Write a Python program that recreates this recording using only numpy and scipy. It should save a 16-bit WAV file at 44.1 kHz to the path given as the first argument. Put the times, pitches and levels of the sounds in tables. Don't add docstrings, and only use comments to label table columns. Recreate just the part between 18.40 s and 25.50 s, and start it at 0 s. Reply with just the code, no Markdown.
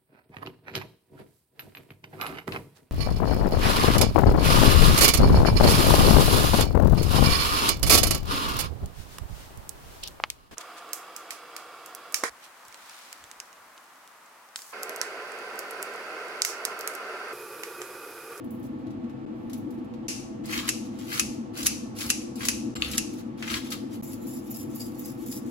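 import sys
import numpy as np
from scipy import signal
from scipy.fft import rfft, irfft
from scipy.io import wavfile
from scipy.ndimage import uniform_filter1d, map_coordinates

SR = 44100
rng = np.random.default_rng(int(sys.argv[2]) if len(sys.argv) > 2 else 0)


def wrap_up_sound(samples):
    columns = np.atleast_2d(samples).T
    tamed = np.clip(columns, -1, 1)
    steps = np.round(tamed * 32767).astype(np.int16)
    wavfile.write(sys.argv[1], SR, steps)


N = 313110
TIME = np.arange(N) / SR
FFT_SIZE = 2 ** 19
BINS = np.maximum(np.fft.rfftfreq(FFT_SIZE, 1 / SR), 1)


def undb(db):
    return 10 ** (np.asarray(db) / 20)


def unit(x):
    return x / np.sqrt(np.mean(x ** 2))


def along(points, hz=BINS):
    freqs, values = np.transpose(points)
    return np.interp(np.log(hz), np.log(freqs), values)


def response(points=((20, -60), (20000, -60)), peaks=()):
    power = undb(along(points)) ** 2
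    for hz, width, db in peaks:
        power = power + undb(db) ** 2 / (1 + ((BINS - hz) / width) ** 2) ** 2
    return np.sqrt(power)


def shape(x, gain):
    cepstrum = irfft(np.log(unit(gain)))[:FFT_SIZE // 2]
    cepstrum[1:] *= 2
    return irfft(rfft(x, FFT_SIZE) * np.exp(rfft(cepstrum, FFT_SIZE)))[..., :x.shape[-1]]


def tilt(x, db_per_octave):
    size = 2 * x.shape[-1]
    hz = np.maximum(np.fft.rfftfreq(size, 1 / SR), 1000)
    gain = undb(db_per_octave * np.log2(hz / 4000))
    return irfft(rfft(x, size) * gain)[..., :size // 2]


def add(track, start_s, sound):
    i = max(int(start_s * SR), 0)
    track[..., i:i + sound.shape[-1]] += sound[..., :N - i]


def decay(t, t60_s):
    return np.exp(-np.log(1000) * t / t60_s)


def gate(age, length_s, attack_s, release_s):
    return (1 - np.exp(-np.maximum(age, 0) / attack_s)) * np.exp(-np.maximum(age - length_s, 0) / release_s)


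def swell(age, half_s):
    return np.exp(-np.minimum(abs(age / half_s), 10) ** 2 / 2)


def surge(age, rise_s=0.01):
    u = np.clip(age / rise_s, 0, 20)
    return u * np.exp(1 - u)


def wander(rate):
    return np.interp(TIME * rate, np.arange(N), rng.standard_normal(N))


def grains(rate, spread_db, size=N):
    strengths = undb(spread_db * np.minimum(rng.exponential(size=size), 4))
    return unit(strengths * rng.choice([-1, 1], size) * (rng.random(size) < rate / SR) + 1e-9)


def stereo_grains(rate, spread_db, size=N):
    return np.array([grains(rate, spread_db, size) for _ in range(2)])


# freq_hz, density_db
FAN_SPECTRUM = [(28, -81.5), (44, -76.5), (100, -90), (170, -102), (280, -83), (410, -78), (600, -82.5),
                (850, -83), (1200, -89.5), (2000, -94), (2800, -97), (3500, -101), (5000, -108),
                (8000, -116), (15000, -124)]
# freq_hz, width_hz, density_db
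DUCT_PEAKS = [(65, 10, -77), (102.3, 9.8, -68.5), (113, 12, -65), (135, 11.2, -63), (232.2, 20.1, -53.5),
              (258, 17.4, -58), (307, 16.8, -56.5), (336, 22.8, -59.5), (488.8, 36, -69.5),
              (653.3, 15.6, -74), (763, 28, -79), (863, 25, -76.5), (1124, 48, -81), (1316, 55, -85),
              (1767, 23, -86.5)]
# freq_hz, level_db
FAN_SIDE = [(60, -29), (130, -15), (240, -8.5), (330, -6.5), (410, 7.5), (490, -4.5), (700, 1.5),
            (1100, -1), (2000, -4.5), (8000, 4.5)]
# freq_hz, level_db
FAN_LEAN = [(60, -6), (110, 4.5), (230, 0), (285, 3), (345, 9.5), (378, -3.5), (405, 7.5), (480, -5),
            (510, 0), (560, -2), (1300, -1.5), (4000, 0.5)]
def fan(left_lag_s=.00035, waver_hz=285, waver_db=1.22):
    gain = response(FAN_SPECTRUM, DUCT_PEAKS) * np.sqrt(SR / 2)
    width, lean = undb(along(FAN_SIDE)), undb(along(FAN_LEAN))
    noise = rfft(rng.standard_normal((2, FFT_SIZE)))
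    mid, side = noise * gain * np.array([np.ones_like(width), width]) / np.hypot(1, width)
    late = np.exp(-2j * np.pi * BINS * left_lag_s)
    air = np.array([(mid + side) * lean * late, mid - side]) * np.sqrt(2) / np.hypot(1, lean)
    drone_band = np.exp(-np.log2(BINS / waver_hz) ** 2 / .5)
    steady, drone = irfft(air * (1 - drone_band))[:, :N], irfft(air * drone_band)[:, :N]
    return steady + drone * undb(waver_db * wander(rate=7))


# freq_hz, t60_s
ROOM_DECAY = [(300, 0.59), (1500, 0.39), (4000, 0.53), (7000, 0.48), (12000, 0.39), (15000, 0.26)]
def kitchen(build_s=0.00017):
    t = TIME[:SR * 3 // 4]
    noise = rfft(rng.standard_normal((2, len(t))))
    hz = np.maximum(np.fft.rfftfreq(len(t), 1 / SR), 1)
    tail = 0
    for band_hz, t60_s in ROOM_DECAY:
        band = along([(f, f == band_hz) for f, _ in ROOM_DECAY], hz)
        tail = tail + irfft(noise * band, len(t)) * decay(t, t60_s)
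    return unit(tail * (1 - np.exp(-t / build_s))) / np.sqrt(len(t))


def counter(clicks, fall_s, direct, spots=12):
    t, out = TIME[:SR // 25], 0
    step = (np.arange(N) + rng.integers(SR // 40, size=N)) // (SR // 25)
    spot = rng.integers(spots, size=step.max() + 1)[step]
    for k in range(spots):
        paths = rng.standard_normal((2, len(t))) * np.exp(-t / fall_s)
        paths /= np.linalg.norm(paths, axis=1, keepdims=True)
        paths[0, rng.integers(8, 16)] += direct
        paths[1, 0] += direct
        out = out + signal.oaconvolve((clicks * (spot == k))[None], paths, axes=1)[:, :N]
    return out / np.hypot(1, direct)


# pitch_hz, level_db, t60_s
BOARD_MODES = [(33, -11.5, .4), (49, -5.5, 0.6), (69.5, 4, 0.53)]
# start_s, level_db
BOWL_BUMPS = [(2.16, -47), (2.8, -47), (3.22, -45), (3.65, -44), (3.999, -49), (4.108, -45), (4.375, -41.5),
              (4.459, -41), (5.101, -44)]
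def bowl_bumps():
    t, out = TIME[:SR // 3], np.zeros(N)
    thud = sum(undb(db) * np.sin(2 * np.pi * hz * t) * decay(t, t60) for hz, db, t60 in BOARD_MODES)
    for start_s, db in BOWL_BUMPS:
        add(out, start_s, undb(db) * thud * (1 - np.exp(-t / 0.0035)))
    return out


# start_s, level_db, tilt_db_per_octave, tear_s
ONION_CRACKS = [(.042, -64, 4.5, 0.0052), (0.106, -60, 8.5, .002), (.135, -74, 9, 0.022),
                (0.194, -70, 8.5, .002), (0.228, -55.5, -1, 0.037), (.385, -66, -6, 0.037),
                (0.467, -48, -12, .002), (0.504, -49.5, -8, .004), (.638, -51.5, -16, .006),
                (0.695, -46.5, -11.5, 0.0011), (.955, -75, 0.5, .125), (1.097, -40, -7, .002),
                (1.131, -33.5, -5, .001), (1.175, -62, 5, .01), (1.306, -49, -2.5, 0.00091),
                (1.339, -56, -4.5, .001), (1.378, -56, -10, .016), (1.443, -58, -4.5, .003),
                (1.538, -44.5, -12, .001)]
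# freq_hz, density_db
ONION_SPECTRUM = [(800, -11), (2000, -3), (4000, 8.5), (6500, 10.5), (9000, 11.5), (12000, 18.5),
                  (13500, 16.5), (15500, 10)]
def onion():
    t, out = TIME[:SR // 6], np.zeros((2, N))
    for start_s, db, brightness, tear_s in ONION_CRACKS:
        tear = gate(t, tear_s, attack_s=0.00046, release_s=0.013)
        fractures = stereo_grains(rate=6200, spread_db=1.5, size=len(t))
        add(out, start_s, undb(db) * tilt(tear * fractures, brightness))
    return shape(out, response(ONION_SPECTRUM))


def shaker_ring(peaks, pitch_ratio):
    rings = shape(stereo_grains(rate=900, spread_db=1.4), response(peaks=peaks))
    position = np.cumsum(pitch_ratio * (1 + 0.0073 * wander(rate=25)))
    return np.array([map_coordinates(ring, [position], mode="mirror") for ring in rings])


# start_s, level_db, pour_s, first_db, bulk_after_s, bulk_db, bright_db, low_db, low_pitch_hz
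SALT_SHAKES = [(5.628, -52, 0.095, 7, 0.074, -12, 4, -8, 4600),
               (5.863, -49, 0.095, 1, 0.04, -4, 3, -9, 5050),
               (6.102, -50, 0.13, 11, 0.039, 6.5, 2.5, -2, 5095),
               (6.345, -51, 0.15, 8, 0.053, 12.5, -0.5, 2, 4850),
               (6.585, -51, 0.14, 10, 0.053, 4, -2, -1.5, 5080),
               (6.857, -47.5, 0.13, 1, 0.055, 6.5, -1.5, -2, 5060)]
# freq_hz, density_db
SALT_SPECTRUM = [(800, -45), (2000, -13), (3500, -10), (6200, -2.5), (8800, -3.5), (11500, 2), (13500, 2),
                 (15500, -2.5)]
# freq_hz, width_hz, density_db
BRIGHT_PEAKS = [(7190, 80, 0), (10200, 99, -9), (11520, 350, -5.5)]
LOW_PEAKS = [(5050, 150, 6), (7940, 220, -2)]
LID_PEAKS = [(13700, 900, 1), (12100, 500, -6)]
def salt(from_s=5.624, last_after_s=0.0926, clump_db=2.5):
    shaking = TIME > from_s
    flows, low_ratio, settled = np.zeros((4, N)), np.ones(N), np.zeros(N)
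    for start_s, db, pour_s, first_db, bulk_after_s, bulk_db, bright_db, low_db, low_hz in SALT_SHAKES:
        age = TIME - start_s
        slide_back = undb(-9.5) * swell(age + 0.033, half_s=0.019) * shaking
        pour = gate(age, pour_s, attack_s=.005, release_s=.009) + slide_back
        landing = undb(bulk_db) * surge(age - bulk_after_s) + undb(2.5) * surge(age - last_after_s)
        spray = np.hypot(pour, landing)
        first = undb(first_db) * surge(age)
        bright = undb(bright_db) * np.hypot(pour, landing / 2)
        low = undb(low_db) * np.hypot(undb(-11) * pour, landing)
        flows = np.hypot(flows, undb(db) * np.array([spray, first, bright, low]))
        settled += swell(age - .175, half_s=.022)
        low_ratio[age > 0] = low_hz / LOW_PEAKS[0][0]
    spray, first, bright, low = flows * undb(clump_db * wander(rate=97))
    rolling = tilt(shaking * grains(rate=4300, spread_db=1.0), db_per_octave=-5.5)
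    rolling *= undb(-48 - 7 * settled)
    crystals = counter(rolling + spray * grains(rate=700, spread_db=2.0), fall_s=0.0036, direct=0.93)
    whistle = shape(first * grains(rate=2200, spread_db=-1), response(peaks=LID_PEAKS))
    bright_ring = undb(-2) * bright * shaker_ring(BRIGHT_PEAKS, 1)
    low_ring = undb(-5) * low * shaker_ring(LOW_PEAKS, low_ratio)
    return shape(crystals, response(SALT_SPECTRUM)) + whistle + bright_ring + low_ring


# start_s, level_db, tilt_db_per_octave
GRIT_STRIKES = [(5.631, -36, 9), (5.732, -37, -1), (5.868, -43, 14), (6.113, -36, 13), (6.169, -31, 7),
                (6.358, -35, 12), (6.397, -37, 6), (6.408, -39, -10), (6.519, -40, -6), (6.657, -33, 2),
                (6.819, -45, -8), (6.862, -41, 11), (6.925, -31, -2), (6.966, -40, -5)]
def grit(dying_s=0.0055):
    t, out = TIME[:SR // 25], np.zeros((2, N))
    for start_s, db, brightness in GRIT_STRIKES:
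        tick = tilt(stereo_grains(rate=6000, spread_db=1, size=len(t)), brightness)
        add(out, start_s, undb(db) * unit(tick) * np.exp(-t / dying_s))
    return shape(out, response(SALT_SPECTRUM))


def blade_ring(modes, pitch_ratio=1):
    t, ring = TIME[:SR // 3], 0
    for hz, db, t60_s in modes:
        strength = undb(db + 2 * rng.standard_normal((2, 1)))
        cycles = pitch_ratio * hz * t + rng.random((2, 1)) / 2
        ring = ring + strength * decay(t, t60_s) * np.sin(2 * np.pi * cycles)
    return ring * (1 - np.exp(-t / 0.00025))


# start_s, tick_db, ring_db
TIP_TOUCHES = [(2.056, -41, -78), (2.588, -47, -63), (3.956, -43, -61), (4.354, -45, -48),
               (4.513, -31.5, -47), (5.304, -36, -80)]
# pitch_hz, level_db, t60_s
OPEN_MODES = [(2880, 4, 0.2), (2720, 2, .06), (3820, 1, .25), (4600, -3, .18), (7500, 9.5, 0.13),
              (7900, -11, .035), (11300, -12, .08)]
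# freq_hz, density_db
RASP_SPECTRUM = [(1200, -20), (3000, -13), (4500, 8), (6500, 4.5), (9000, 4.5), (11500, 7), (13500, 3.5),
                 (15500, -3)]
def tip_touches(dying_s=0.017):
    t, (ticks, rings) = TIME[:SR // 16], np.zeros((2, 2, N))
    for start_s, tick_db, ring_db in TIP_TOUCHES:
        add(ticks, start_s, undb(tick_db) * np.exp(-t / dying_s) * rng.standard_normal((2, len(t))))
        add(rings, start_s, undb(ring_db) * blade_ring(OPEN_MODES))
    return shape(ticks, response(RASP_SPECTRUM)) + rings


# start_s, level_db
TIP_KNOCKS = [(4.4207, -11.5), (4.4462, -22), (4.459, -27)]
# freq_hz, width_hz, density_db
KNOCK_PEAKS = [(2700, 350, 0), (3550, 160, 1), (4260, 300, -6), (7000, 1200, -19)]
# pitch_hz, level_db, t60_s
PRESSED_MODES = [(2570, 1, .17), (2640, -8, .12), (3500, -3, .13), (3650, -11, .1), (4335, -11, .15),
                 (4575, -2, 0.17)]
def tip_knocks(ring_db=-25):
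    t, (clacks, rings) = TIME[:SR // 16], np.zeros((2, 2, N))
    blow = gate(t, 0, attack_s=.0007, release_s=0.0029)
    for start_s, db in TIP_KNOCKS:
        add(clacks, start_s, undb(db) * blow * rng.standard_normal((2, len(t))))
        add(rings, start_s, undb(db + ring_db) * blade_ring(PRESSED_MODES))
    return shape(clacks, response(peaks=KNOCK_PEAKS)) + rings


# start_s, slide_s, cut_s, crunch_db, rasp_db
SCISSOR_STROKES = [(2.032, 0.1, 0.074, -32, -38), (2.583, 0.15, 0.066, -34, -36.5),
                   (3.131, 0.057, 0.076, -39, -37.5), (3.543, 0.054, 0.078, -41, -38),
                   (3.956, 0.069, 0.064, -36.5, -40), (4.39, 0.028, 0.133, -40.5, -45.5),
                   (4.97, 0.14, 0.065, -33, -37), (5.303, 0.024, 0.0058, -34, -37.5)]
# middle_s, half_length_s, crunch_db, rasp_db
LEAF_RUSTLES = [(2.257, 0.017, -41.5, -50), (2.285, 0.006, -32.5, -30), (2.46, 0.012, -56, -57),
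                (2.564, 0.028, -57, -65), (2.94, .008, -63, -56), (3.262, 0.0028, -27.5, -22.5),
                (3.698, 0.00387, -35, -31), (4.364, 0.0069, -38.5, -47), (4.554, 0.007, -42, -39),
                (4.577, 0.0028, -37, -30), (4.742, 0.011, -58, -50.5), (4.793, 0.017, -54, -51),
                (5.266, 0.025, -47, -49.5), (5.541, 0.022, -53.5, -50)]
# freq_hz, density_db
LEAF_SPECTRUM = [(400, -53), (750, -18), (1150, 2), (1700, -3.5), (2500, -1.5), (4000, -5), (7000, -11.5),
                 (15500, -33.5)]
def cutting(slide_db=-18, bite_s=0.034, sag_db_per_s=60):
    t, crunch, rasp = TIME[:SR // 2], np.zeros(N), np.zeros(N)
    for start_s, slide_s, cut_s, crunch_db, rasp_db in SCISSOR_STROKES:
        grip = np.maximum(np.exp(np.minimum(t - slide_s, 0) / bite_s), undb(slide_db))
        force = grip * gate(t, slide_s + cut_s, attack_s=0.013, release_s=0.015)
        sag_db = sag_db_per_s * np.clip(t - slide_s, 0, cut_s)
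        add(crunch, start_s, force * undb(crunch_db - sag_db))
        add(rasp, start_s, force * undb(rasp_db))
    for middle_s, half_s, crunch_db, rasp_db in LEAF_RUSTLES:
        shift = swell(TIME - middle_s, half_s)
        crunch += undb(crunch_db) * shift
        rasp += undb(rasp_db) * shift
    cells = counter(crunch * grains(rate=1900, spread_db=2.3), fall_s=0.0025, direct=0.28)
    slips = counter(rasp * grains(rate=1500, spread_db=-3.5), fall_s=0.0026, direct=0.82)
    return shape(cells, response(LEAF_SPECTRUM)) + shape(slips, response(RASP_SPECTRUM))


# start_s, level_db, centre_hz, spread_octaves, dying_s
RIB_BREAKS = [(2.107, -35, 1800, .7, 0.0032), (2.129, -29, 2270, 0.4, 0.017),
              (2.176, -24.5, 3270, 1.1, 0.005), (2.189, -28, 2980, 0.6, 0.007),
              (2.719, -30.5, 1890, 0.53, 0.0096), (2.777, -25.5, 2480, 1.2, 0.0037),
              (3.175, -30.5, 6050, 1.1, 0.0058), (3.204, -39, 2400, 0.91, 0.0087),
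              (3.229, -27.5, 5200, 1.0, .007), (3.586, -32, 5000, 1.3, 0.0065),
              (3.606, -29.5, 3600, 1.5, 0.021), (3.619, -31, 2210, 0.93, 0.0053),
              (4.006, -36, 1900, 0.77, 0.019), (4.051, -25.5, 6450, 1.3, 0.018),
              (4.533, -30.5, 2970, 0.67, 0.01), (5.024, -31, 2100, 1.08, 0.016),
              (5.041, -35, 2100, .6, 0.0055), (5.076, -29.5, 1900, 0.87, 0.009),
              (5.097, -33.5, 2800, 0.65, .025), (5.14, -21, 2820, 0.86, 0.0072),
              (5.3201, -28.5, 3560, 1.4, 0.012)]
def ribs():
    t, out = TIME[:SR // 16], np.zeros((2, N))
    hz = np.maximum(np.fft.rfftfreq(len(t), 1 / SR), 1)
    radiation = 1 / np.sqrt(1 + (900 / hz) ** 8)
    for start_s, db, centre_hz, octaves, dying_s in RIB_BREAKS:
        band = radiation / (1 + (np.log2(hz / centre_hz) / octaves) ** 2 / 2) ** 2
        burst = unit(irfft(rfft(rng.standard_normal((2, len(t)))) * band, len(t)))
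        add(out, start_s, undb(db) * burst * gate(t, 0, attack_s=.0007, release_s=dying_s))
    return out


# start_s, level_db, tilt_db_per_octave, echo_db, close_s, pitch_hz
SCISSOR_SNIPS = [(1.657, -20.5, 9, 24.5, .0018, 2700), (2.2896, -18.5, 2, 17.5, .001, 2644),
                 (2.7950, -16, 1.5, 16, 0.0018, 2570), (3.2660, -17, 4.5, 19, .0018, 2655),
                 (3.7009, -15.5, 2, 17, 0.0017, 2720), (4.0851, -15.5, 1, 17, .001, 2574),
                 (4.579, -18, 2.5, 16, .0017, 2700)]
# pitch_hz, level_db, t60_s
SHUT_MODES = [(2687, 10.5, 0.09), (2645, -10.5, 0.36), (2810, -3.5, 0.27), (4900, -2.5, 0.19),
              (5340, -3, 0.2), (6630, -0.5, 0.25), (11930, 2, 0.013)]
# freq_hz, density_db
CLACK_SPECTRUM = [(400, -11), (720, -25), (1150, -6.5), (2000, -1), (2650, 1), (3500, -6), (6000, 0.5),
                  (9000, -3.5), (11300, -1.5), (12500, -13.5), (13800, -15), (15500, -28)]
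ECHO_SPECTRUM = [(400, -63), (1000, -8.5), (2000, -2.5), (2650, 9), (3400, -4), (5000, 5), (6200, 9),
                 (7500, 2), (9000, 7), (11500, -3), (12700, -3), (14000, -48)]
def snips(from_s=1.682, steel_db=-21.5):
    t, (clacks, rings, echoes) = TIME[:SR // 10], np.zeros((3, 2, N))
    for start_s, db, brightness, echo_db, close_s, pitch_hz in SCISSOR_SNIPS:
        from_slam_s = abs(t - close_s)
        chatter = np.exp(-from_slam_s / .002)
        slam = np.exp(-from_slam_s / .001)
        joint_rattle = undb(-2) * np.exp(-from_slam_s / .0078)
        blow = np.where(t < close_s, chatter, slam + joint_rattle)
        add(clacks, start_s, undb(db) * tilt(blow * rng.standard_normal((2, len(t))), brightness))
        steel = blade_ring(SHUT_MODES, pitch_hz / SHUT_MODES[0][0])
        add(rings, start_s + close_s, undb(db + steel_db) * steel)
        add(echoes, start_s, undb(db + echo_db) * kitchen())
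    out = shape(clacks, response(CLACK_SPECTRUM)) + rings + shape(echoes, response(ECHO_SPECTRUM))
    return out * (TIME > from_s)


def scene(lean_db=0.97):
    chopping = onion() + cutting() + ribs() + tip_knocks() + tip_touches()
    seasoning = salt() + grit()
    work = chopping + seasoning + snips()
    into_room = undb(-9) * chopping + undb(-15) * seasoning
    room = signal.fftconvolve(into_room, kitchen(), axes=1)[:, :N]
    return (work + room) * undb([[lean_db], [-lean_db]]) + bowl_bumps() + fan()


def narrow_treble(x, from_hz=7380, over_hz=1200, left_lag_s=.000238, in_phase_hz=11130):
    left, right = rfft(x, FFT_SIZE)
    shared = np.clip((BINS - from_hz) / over_hz, 0, .93)
    late = right * np.exp(-2j * np.pi * (BINS - in_phase_hz) * left_lag_s)
    left = np.sqrt(1 - shared) * left + np.sqrt(shared) * late
    return irfft(np.array([left, right]))[:, :N]


# start_s, end_s
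DROPOUTS = [(.854, .862), (1.674, 1.682), (4.344, 4.353), (5.614, 5.624)]
def record(dry, low_hz=36, top_hz=16000):
    live = np.ones(N)
    for start_s, end_s in DROPOUTS:
        live[int(start_s * SR):int(end_s * SR)] = 0
    low_cut = signal.butter(6, low_hz, "high", fs=SR, output="sos")
    top_cut = signal.ellip(10, .2, 80, top_hz, fs=SR, output="sos")
    thinned = signal.sosfilt(low_cut, narrow_treble(dry))
    return signal.sosfilt(top_cut, thinned * uniform_filter1d(live, size=64))


dry = scene()
out = record(dry)
wrap_up_sound(out)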